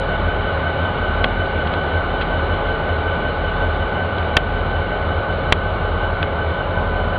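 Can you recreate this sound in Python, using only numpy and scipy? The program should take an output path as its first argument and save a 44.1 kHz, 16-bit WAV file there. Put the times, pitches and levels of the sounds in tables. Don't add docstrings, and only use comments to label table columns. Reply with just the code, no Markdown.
import sys
import numpy as np
from scipy import signal
from scipy.fft import rfft, irfft, next_fast_len
from scipy.io import wavfile
from scipy.ndimage import uniform_filter1d

SR = 44100
rng = np.random.default_rng(int(sys.argv[2]) if len(sys.argv) > 2 else 0)


def rack_gain(trim_db):
    fader = np.asarray(trim_db, float)
    return 10 ** (fader / 20)


def log_audio(samples):
    frames = np.atleast_2d(samples).T
    limited = np.clip(frames, -1, 1)
    pcm = np.round(limited * 32767).astype(np.int16)
    wavfile.write(sys.argv[1], SR, pcm)


N = 316638

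# crank speed f/Hz, starting crank angle [turns], weak-order level/dB
ENGINES = [
    (5.1325, .0611, -1),
    (5.284, .0084, 1),
    (5.3945, -.0097, 0),
]
# multiple of crank speed [1], rms level/dB
SLOW_ORDERS = [(8, -41), (14, -46), (15, -33), (16, -39), (17, -43), (18, -46), (19, -47), (20, -42),
               (23, -47), (79, -47), (83, -42), (104, -47), (142, -46), (166, -42)]
MIDDLE_ORDERS = [(8, -31), (9, -43), (14, -46), (15, -31), (16, -38), (17, -35), (48, -45), (73, -44),
                 (79, -45), (144, -44), (157, -45), (158, -38), (226, -40), (242, -46)]
FAST_ORDERS = [(8, -34), (11, -43), (13, -44), (14, -38), (15, -41), (16, -34), (17, -34), (19, -41),
               (27, -44), (30, -43), (91, -46), (100, -44), (105, -44), (113, -40)]
# f/Hz, rms level/dB
WEAK_ORDERS = [(40, -48.5), (150, -54), (250, -57), (650, -51), (1000, -61), (1400, -61.5), (1800, -67.5),
               (4000, -82)]


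def engine(turns_per_s, angle, weak_db, strong, scatter_db=2.5):
    size = 2 ** 14
    order = np.arange(size // 2 + 1)
    level_db = read(WEAK_ORDERS, order * turns_per_s) + weak_db
    level_db = level_db + scatter_db * rng.standard_normal(len(order))
    for k, db in strong:
        level_db[int(k)] = db
    phase = rng.random(len(order))
    phase[8] = 0
    heard = (order >= 8) & (order < 900)
    turn = irfft(heard * rack_gain(level_db) * np.exp(2j * np.pi * phase)) * size / np.sqrt(2)

    crank = angle + np.arange(N) / SR * turns_per_s + .0012 * drift(1.5)
    return np.interp(crank % 1 * size, np.arange(size + 1), np.append(turn, turn[0]))


# f/Hz, rms level/dB
WHINE = [(543.6, -38), (1087.4, -49), (1419.8, -46), (1468.2, -46), (1525, -43), (1619.9, -55), (2222, -54),
         (2287.4, -50), (2845.1, -54), (2840, -61), (2850.4, -62), (3006, -58), (3044.6, -56), (3050, -61)]
# f/Hz, crank speed f/Hz, [(sideband number [1], rms level/dB)]
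MESHES = [
    (1491.27, 5.284, [(0, -34), (1, -46)]),
    (1522.56, 5.3945, [(-1, -49), (0, -35), (1, -41), (2, -41), (3, -54)]),
    (2980.1, 5.3945, [(-3, -59), (-2, -56), (0, -49), (1, -59), (2, -57), (3, -56), (4, -49), (5, -58), (6, -56)]),
]


def whine():
    t = .065 + np.arange(N) / SR + 1.5e-4 * drift(2.5)
    lines = list(WHINE)
    for hz, turns_per_s, bands in MESHES:
        lines += [(hz + k * turns_per_s, db) for k, db in bands]
    lag = 3.2e-4 * rng.standard_normal(len(lines))
    sway = [drift(2.4) for k in range(3)]
    tones = np.zeros(N)
    for k, (hz, db) in enumerate(lines):
        level = rack_gain(db + 0.92 * sway[k % 3])
        tones += level * np.cos(2 * np.pi * hz * t + hz * lag[k])
    return np.sqrt(2) * (tones + hums(t))


# t/s, peak level/dB, rattle length [s], low body level/dB, ring centre f/Hz
SNAPS = [
    (1.2424, 1.3, 0.0009, -6, 2600),
    (1.671, -19, 0.0043, -20, 3900),
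    (1.738, -15, 0.0009, -21, 3700),
    (2.211, -16, .003, -14, 2300),
    (2.212, -16, 0.012, -27, 3900),
    (4.183, -14.5, .001, -26, 3860),
    (4.3677, 7.3, 0.0036, -5, 2600),
    (5.5231, 8, .0031, 0, 2500),
    (6.229, -4, .0002, -24, 2750),
]
# f/Hz, width [Hz], level/dB
SHELL_LOW = [(190, 370, -2.5), (736, 120, -0.5), (1116, 61, 2), (1600, 170, -7.5)]
# f/Hz, width [Hz], level/dB
SHELL_HIGH = [(1900, 230, 0), (2200, 900, -1.4), (2610, 100, -2), (3190, 1200, 0), (3190, 200, 0),
              (3990, 270, -1.5)]


def snaps():
    out = np.zeros(N)
    size, first = 2048, 14
    t = np.arange(size) / SR
    slips = rng.standard_normal((len(SNAPS), size))
    slips[:, first] -= 9
    for (s, db, rattle, low_db, centre_hz), slip in zip(SNAPS, slips):
        t60 = .0095 + 3.0 * rattle
        decay = rack_gain(-60 * np.maximum(t - rattle, 0) / t60)
        force = slip * np.minimum(t / 0.00057, 1) * decay
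        no_slow_push = np.minimum(np.fft.rfftfreq(size, 1 / SR) / 250, 1)
        spectrum = rfft(force)
        white = spectrum * no_slow_push / uniform_filter1d(abs(spectrum), size=24)
        force = irfft(white) * (t < .03)
        push = rack_gain(-14) * force / abs(force).max()
        push[first] -= 1
        high = ring(force, SHELL_HIGH, centre_hz, 30)
        low = ring(push, SHELL_LOW, 700, 0)
        sound = high + rack_gain(low_db) * low
        at = round(s * SR)
        out[at:at + size] += rack_gain(db) * sound / abs(sound).max()
    return out


def ring(x, modes, centre_hz, focus_db):
    t = np.arange(1024) / SR
    shape = np.zeros(1024)
    for hz, width, db in modes:
        level = rack_gain(db - focus_db * np.log2(hz / centre_hz) ** 2) * width
        shape += level * np.exp(-np.pi * width * t) * np.sin(2 * np.pi * hz * t)
    sound = np.convolve(x, shape)[:len(x)]
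    return sound / abs(sound).max()


# f/Hz, start t/s, full t/s, end t/s, rms level/dB
HUMS = [
    (440, 2.5, 2.7, 3.45, -35),
    (446, 3.3, 3.6, 4.0, -38),
    (1004, 6.45, 6.9, 7.6, -37),
]


def hums(t):
    out = np.zeros(N)
    for hz, start, full, end, db in HUMS:
        swell = np.interp(t, [start, full, end - .3, end], [0, 1, 1, 0])
        out += rack_gain(db) * swell * np.cos(2 * np.pi * hz * t)
    return out


# f/Hz, spectral density level/dB per Hz
WASH = [(30, -69.5), (80, -64.5), (170, -50.5), (330, -62.5), (600, -57.5), (1000, -58.5), (1520, -58),
        (1700, -75), (2250, -65), (2600, -78.5), (3000, -64.5), (3200, -72), (4050, -69), (4850, -83.5)]


def wash(patchy_db=1.5):
    frames, hz = N // 512 + 5, np.fft.rfftfreq(2048, 1 / SR)
    real, imaginary, patches = rng.standard_normal((frames, 1025, 3)).T
    patches = uniform_filter1d(patches, size=16, axis=0)
    patches = uniform_filter1d(patches, size=6, axis=1)
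    level_db = read(WASH, hz)[:, None] + patchy_db * patches / patches.std()
    spectra = (real + 1j * imaginary) * rack_gain(level_db)
    return signal.istft(spectra, nperseg=2048, noverlap=1536)[1][:N] * rack_gain(13.0)


def yard():
    far = whine() + wash()
    for settings, strong in zip(ENGINES, (SLOW_ORDERS, MIDDLE_ORDERS, FAST_ORDERS)):
        far += engine(*settings, strong)
    size = next_fast_len(N)
    spectrum, hz = rfft(far, size), np.fft.rfftfreq(size, 1 / SR)
    spectrum *= np.clip((hz - 37) / 3, .45, 1)
    turned = np.interp(np.arange(N) / SR, [2.4, 6.6], [-.5, .5])
    bands = [(hz < 200, 0), ((hz >= 200) & (hz < 1600), -0.4), (hz >= 1600, -2)]  # dB, fully turned
    return sum(irfft(spectrum * band)[:N] * rack_gain(db * turned) for band, db in bands)


def read(points, hz):
    f, value = np.transpose(points)
    return np.interp(np.log(hz + 1), np.log(f + 1), value)


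def drift(top_hz):
    t = np.arange(0, N / SR + .02, .01)
    hz = np.geomspace(.1, top_hz, 20)[:, None]
    wave = (np.sin(2 * np.pi * (hz * t + rng.random(hz.shape))) / np.sqrt(hz)).sum(0)
    return np.interp(np.arange(N) / SR, t, wave / wave.std())


def scene():
    return (yard() + snaps())[None]


def low_pass(x, edge_hz, order):
    size = next_fast_len(N + 999)
    hz = np.fft.rfftfreq(size, 1 / SR)
    padded = np.pad(x, ((0, 0), (0, size - N)), "reflect")
    return irfft(rfft(padded) / np.sqrt(1 + (hz / edge_hz) ** (2 * order)), size)[:, :N]


def duck(x, above_db=-8, share=0.21, recover_db_per_s=24.5):
    power_db = 10 * np.log10(abs(uniform_filter1d(x ** 2, size=200, origin=99)) + 1e-12)
    fall = np.arange(N) * recover_db_per_s / SR
    held_db = np.maximum.accumulate(power_db + fall, axis=1) - fall
    over_db = np.maximum(held_db - above_db, 0)
    return x * rack_gain(-share * uniform_filter1d(over_db, size=800, origin=399))


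def roll_off(x):
    return signal.sosfilt(signal.butter(12, 11200, fs=SR, output="sos"), x)


def record(dry):
    dull = low_pass(low_pass(dry, 3620, order=6), 5030, order=60)
    level = duck(dull) - .0045
    knee = .92
    over = np.maximum(abs(level) - knee, 0) / (1 - knee)
    clipped = np.clip(level, -knee, knee) + np.sign(level) * (1 - knee) * np.tanh(over)
    narrow = low_pass(clipped, 10950, order=60)
    return roll_off(narrow)


dry = scene()
out = record(dry)
log_audio(out)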